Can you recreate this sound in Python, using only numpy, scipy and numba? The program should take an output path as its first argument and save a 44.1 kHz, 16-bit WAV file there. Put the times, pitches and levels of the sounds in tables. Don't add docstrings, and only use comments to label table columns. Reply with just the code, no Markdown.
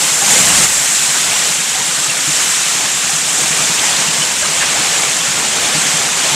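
import sys
import numpy as np
from scipy import signal
from scipy.fft import rfft, irfft
from scipy.io import wavfile
from scipy.ndimage import uniform_filter1d
from numba import njit

SR = 44100
rng = np.random.default_rng(int(sys.argv[2]) if len(sys.argv) > 2 else 0)


def unload_wav(signal):
    wavfile.write(
        sys.argv[1],
        SR,
        np.round(np.clip(np.atleast_2d(signal).T, -1, 1) * 32767).astype(np.int16),
    )


N = 280024
T = np.arange(N) / SR
FREQ = np.arange(N // 2 + 1) * SR / N + 1e-3


def undb(db):
    return 10 ** (np.asarray(db) / 20)


def unit(x):
    return x / np.sqrt(np.mean(x ** 2))


def over_hz(points, hz=FREQ):
    point_hz, value = np.transpose(points)
    return np.interp(np.log(hz), np.log(point_hz), value)


def walk(rate_hz):
    hold = int(SR / rate_hz)
    offset = rng.integers(hold)
    levels = rng.standard_normal(N // hold + 2)
    held = np.repeat(levels, hold)[offset:][:N]
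    return unit(uniform_filter1d(held, hold))


def resonant_noise(centre_hz, width_hz):
    detune = (FREQ - centre_hz) / (width_hz / 2)
    return unit(irfft(rfft(rng.standard_normal(N)) / (1 + detune ** 2), N))


@njit
def ring(start, hz, cycles, size, rise):
    out = np.zeros(N)
    for k in range(len(start)):
        length = int(cycles[k] / hz[k] * SR)
        step = 2 * np.pi * hz[k] / SR
        z = size[k] + 0j
        turn = np.exp(1j * step - 5 / length)
        bend = np.exp(1j * step * rise[k] / length)
        for i in range(start[k], min(start[k] + length, N)):
            z *= turn
            turn *= bend
            out[i] += z.imag
    return out


def early_swell(attack_s=.13, release_s=.013):
    start_s, release_start_s = .19, 0.657
    attack = (T - start_s) / attack_s
    release = 1 - (T - release_start_s) / release_s
    return np.clip(np.minimum(attack, release), 0, 1)


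def flow():
    # (time [s], plunge [dB], splash [dB], spray [dB])
    fall = [(0, 0.5, 1, 1), (0.18, 0, -0.5, 1), (0.8, -2, -0.5, 1), (1.4, -1.0, 1.0, 1),
            (1.6, -2.5, -2.0, -1.0), (2.22, -2.0, -1.0, -1.0), (2.42, -1.5, 0.5, 1.0),
            (2.9, -2.0, -0.5, -0.5), (3.2, -1, -1.5, 0), (3.5, 1, 0.5, 1.0), (3.9, 2, 1.5, 0.0),
            (4.32, -0.5, -1, -0.5), (4.85, 2, 2.0, 0.5), (5.15, 0, -0.5, -0.5), (5.55, 2.5, 0.0, -1),
            (5.8, 3, 2, 0.5), (6.08, 1.5, -0.5, -0.5), (6.35, 4.5, 2.5, 0.5)]
    # (plunge [dB], splash [dB], spray [dB])
    swell_db = (5.5, 4, 3.5)
    s, *courses = np.transpose(fall)
    strength = early_swell()
    return np.array([np.interp(T, s, course) + db * strength for course, db in zip(courses, swell_db)])


def drops(spread_db, count):
    when, strength, sign = rng.random((count, 3)).T
    size = undb(-spread_db * np.log(strength + .015)) * np.sign(sign - .5)
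    return unit(np.bincount((when * N).astype(int), size, N))


def bubbles(low_hz, high_hz, cycles, spread_db, rise, count):
    when, pitch, life, strength = rng.random((count, 4)).T
    hz = low_hz * (high_hz / low_hz) ** pitch
    size = np.sqrt(hz) * undb(-spread_db * np.log(strength + .05))
    start_size = size * np.sqrt(hz)
    cloud = ring((when * N).astype(np.int64), hz, cycles * (.5 + life), start_size, 2 * rise * life)
    return unit(cloud) * np.sqrt((high_hz - low_hz) / (SR / 2))


def churn():
    foam = rng.standard_normal(N)
    ticks = undb(-7) * drops(spread_db=4, count=18000)
    gurgle = undb(-2) * bubbles(low_hz=400, high_hz=1500, cycles=40, spread_db=3.6, rise=.18, count=2100)
    trickle = undb(-1.5) * bubbles(low_hz=1500, high_hz=5000, cycles=85, spread_db=3.4, rise=.06, count=8000)
    fizz = undb(-1) * bubbles(low_hz=5000, high_hz=10000, cycles=190, spread_db=3.6, rise=.012, count=12000)
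    return unit(foam + ticks + gurgle + trickle + fizz)


def water(flicker_db, clump_db):
    # (frequency [Hz], level [dB per Hz])
    body = [(25, -25), (60, -16), (110, -10), (200, -3), (290, -5.5), (400, -6.5), (600, -5), (800, -2.5),
            (1050, -3.5), (1500, -2), (3000, -0.7), (3900, -2), (4700, -3.5)]
    # (frequency [Hz], level [dB per Hz])
    spray = [(5700, -1.5), (6500, 0.66), (7500, 3), (8400, -1), (9500, -6.5), (11500, -13), (14000, -21.5),
             (15500, -29.5)]
    # (frequency [Hz], side level relative to mid [dB])
    width = [(30, -38), (125, -20), (280, -18), (550, -15.5), (1500, -13.5), (3000, -16), (6000, -22.5),
             (8000, -19), (9000, -14.5), (10300, -6), (11500, -11), (12200, -51)]
    # (frequency [Hz], phase lead [rad])
    right_lead = [(60, 0), (300, 0.12), (780, 0.42), (2000, 0.005), (5000, 0), (15000, 0)]
    # (frequency [Hz], plunge [share], splash [share], spray [share])
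    part_shares = [(750, 1, 0, 0), (1400, 0, 1, 0), (4000, 0, 1, 0), (6400, 0, 0, 1)]
    # (time [s], slope above 7 kHz [dB per octave])
    treble = [(0, 4.5), (.6, 3), (1.4, 2), (3, 0.5), (6.35, -1)]
    # (rate [changes per s], spread [dB rms])
    slop = [(10, 0.83), (9, 0.08), (11, 0.42)]
    water_db, swell_narrow_db = -15, 3

    swells = flow() + np.array([db * walk(rate_hz) for rate_hz, db in slop])
    colour = unit(undb(over_hz(body + spray))) * undb(water_db)
    mid = rfft(churn()) * colour
    side = rfft(churn()) * colour * undb(over_hz(width))
    half_lead = np.exp(.5j * over_hz(right_lead))
    ears = np.array([mid / half_lead + side, mid * half_lead - side])

    share_hz, *shares = np.transpose(part_shares)
    tilt = np.interp(T, *np.transpose(treble))
    narrow = undb(-swell_narrow_db * early_swell())
    clumps = clump_db * walk(45)
    centres_hz = np.geomspace(200, 12800, 13)
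    out = 0
    for hz, pick in zip(centres_hz, np.eye(len(centres_hz))):
        window = np.interp(np.log(FREQ), np.log(centres_hz), pick)
        band = irfft(ears * window, N)
        share = np.array([np.interp(hz, share_hz, column) for column in shares])
        middle = band.mean(0)
        band = middle + (band - middle) * (share[0] + (1 - share[0]) * narrow)
        top_db = tilt * max(np.log2(hz / 7000), 0)
        out = out + band * undb(share @ swells + top_db + clumps + flicker_db * walk(22.14))
    return out


def rumble(low_hz, high_hz):
    # (time [s], peak level [dB])
    slugs = [(.78, -40), (1.3, -42), (3.1, -48), (3.45, -48), (4.41, -43)]
    thud_s = 0.061
    base_db, load_db_per_db, wander_db, swell_extra_db = -59.5, 1.0, 5, 24
    band = signal.butter(2, [low_hz, high_hz], "band", fs=SR, output="sos")
    noise = signal.sosfilt(band, rng.standard_normal(N))
    swell = early_swell(attack_s=0.29, release_s=.2)
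    wander = wander_db * (1 - swell) * walk(6)
    steady = undb(base_db + load_db_per_db * flow()[0] + swell_extra_db * swell + wander)
    thuds = sum(undb(db) * np.exp(-((T - s) / thud_s) ** 2) for s, db in slugs)
    return unit(noise) * (steady + thuds)


def teeth(count):
    # (time [s], peak level [dB])
    knocks = [(.41, -20), (.5, -22), (2.28, -19.5), (3.12, -23.5), (3.5, -24), (3.59, -23.5), (4.09, -22.5),
              (4.18, -22), (4.48, -24), (5.76, -15.5), (5.95, -21), (6.33, -24)]
    first_s, spacing_s, jitter_s = .0296, .0968, .004
    lag_s, lag_peak_s, lag_period_s = 0.01757, 2.23, 3.146
    base_db, scatter_db, load_db_per_db = -28.5, 2.0, .7
    even = first_s + spacing_s * np.arange(count)
    when = even + lag_s * np.cos(2 * np.pi * (even - lag_peak_s) / lag_period_s)
    when = when + jitter_s * rng.standard_normal(count)
    load_db = load_db_per_db * np.interp(when, T, flow()[0])
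    db = base_db + load_db + scatter_db * rng.standard_normal(count)
    for s, knock_db in knocks:
        db[np.argmin(np.abs(when - s))] = knock_db
    return zip(when, db)


def gearing(push_s, scatter):
    # (mean frequency [Hz], t60 [s], mean relative level [dB])
    timber = [(134, 0.069, -4), (156.6, 0.12, 8), (182, .13, 1), (210, 0.11, -6), (292.4, 0.14, -4.5)]
    t = T[:SR // 4]
    out = np.zeros(N + len(t))
    hz, t60_s, mode_db = np.transpose(timber)[:, :, None]
    for s, db in teeth(count=66):
        detune, weight = rng.standard_normal((2, len(timber), 1))
        decay = undb(mode_db + 2 * weight - 60 * t / t60_s)
        modes = decay * np.sin(2 * np.pi * hz * (1 + scatter * detune) * t)
        thump = modes.sum(0) * (1 - np.exp(-(t / push_s) ** 2))
        start = np.clip(int(s * SR), 0, N)
        out[start:start + len(t)] += undb(db) * thump / np.abs(thump).max()
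    return out[:N]


def stray_bloops(spread_db, count):
    low_hz, high_hz, length_s, rise, mean_db = 481, 2196, 0.083, .06, -23
    when, pitch, strength = rng.random((count, 3)).T
    hz = low_hz * (high_hz / low_hz) ** pitch
    size = undb(mean_db + spread_db * (strength - .5))
    return ring((when * N).astype(np.int64), hz, hz * length_s, size, np.full(count, rise))


def swell_boom():
    return undb(-31) * resonant_noise(centre_hz=195, width_hz=50) * early_swell()


def bloops():
    # (start [s], pitch [Hz], length [s], pitch rise [share], starting level [dB])
    big_bubbles = [(.22, 800, 0.12, .05, -17), (.313, 815, 0.13, .05, -20), (.358, 510, 0.084, .05, -17.5),
                   (.357, 2130, .1, .02, -15), (1.354, 1036, .1, 0.091, -22), (1.755, 758, .11, .07, -21),
                   (2.098, 2730, 0.055, 0.033, -13), (3.587, 1220, .06, .05, -18),
                   (3.832, 845, 0.072, .07, -19), (4.077, 2770, .065, .04, -15),
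                   (5.813, 1580, .06, .05, -18)]
    s, hz, length_s, rise, db = np.transpose(big_bubbles).copy()
    return ring((s * SR).astype(np.int64), hz, hz * length_s, undb(db), rise)


def splashes():
    # (middle [s], centre [Hz], width [Hz], half-length to 1/e^2 [s], rms level at middle [dB])
    lumps = [(0.86, 1900, 600, .03, -24), (3.61, 1300, 250, 0.028, -27), (3.847, 2150, 302, .04, -25),
             (4.23, 3030, 150, 0.022, -20), (4.436, 1570, 300, 0.025, -19),
             (4.625, 1750, 650, 0.028, -16.5), (4.622, 2700, 1400, 0.03, -20), (4.96, 2300, 900, .02, -25),
             (5.277, 1490, 400, .04, -26), (5.657, 3000, 3000, 0.03, -22)]
    out = np.zeros(N)
    for s, hz, width_hz, length_s, db in lumps:
        envelope = np.exp(-2 * ((T - s) / length_s) ** 2)
        out += undb(db) * resonant_noise(hz, width_hz) * envelope
    return out


def gulps():
    # (middle [s], pitch there [Hz], peak level [dB])
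    pockets = [(4.763, 758, -21), (4.997, 998, -27)]
    half_length_s, octaves_per_s = .024, 23
    out = np.zeros(N)
    for s, hz, db in pockets:
        near = np.abs(T - s) < 3 * half_length_s
        t = T[near] - s
        phase = 2 * np.pi * np.cumsum(hz * 2 ** (octaves_per_s * t)) / SR
        out[near] += undb(db) * np.exp(-(t / half_length_s) ** 2) * np.sin(phase)
    return out


def scene():
    pool = splashes() + bloops() + gulps() + stray_bloops(spread_db=2, count=18)
    low = rumble(low_hz=48, high_hz=190) + swell_boom()
    fall = water(flicker_db=0.28, clump_db=0.19)
    return fall + pool + low + gearing(push_s=0.011, scatter=0.037)


def record(dry):
    top_hz = 15600
    low_pass = signal.ellip(10, .2, 70, top_hz, fs=SR, output="sos")
    return signal.sosfilt(low_pass, np.clip(dry, -.93, .93))


dry = scene()
out = record(dry)
unload_wav(out)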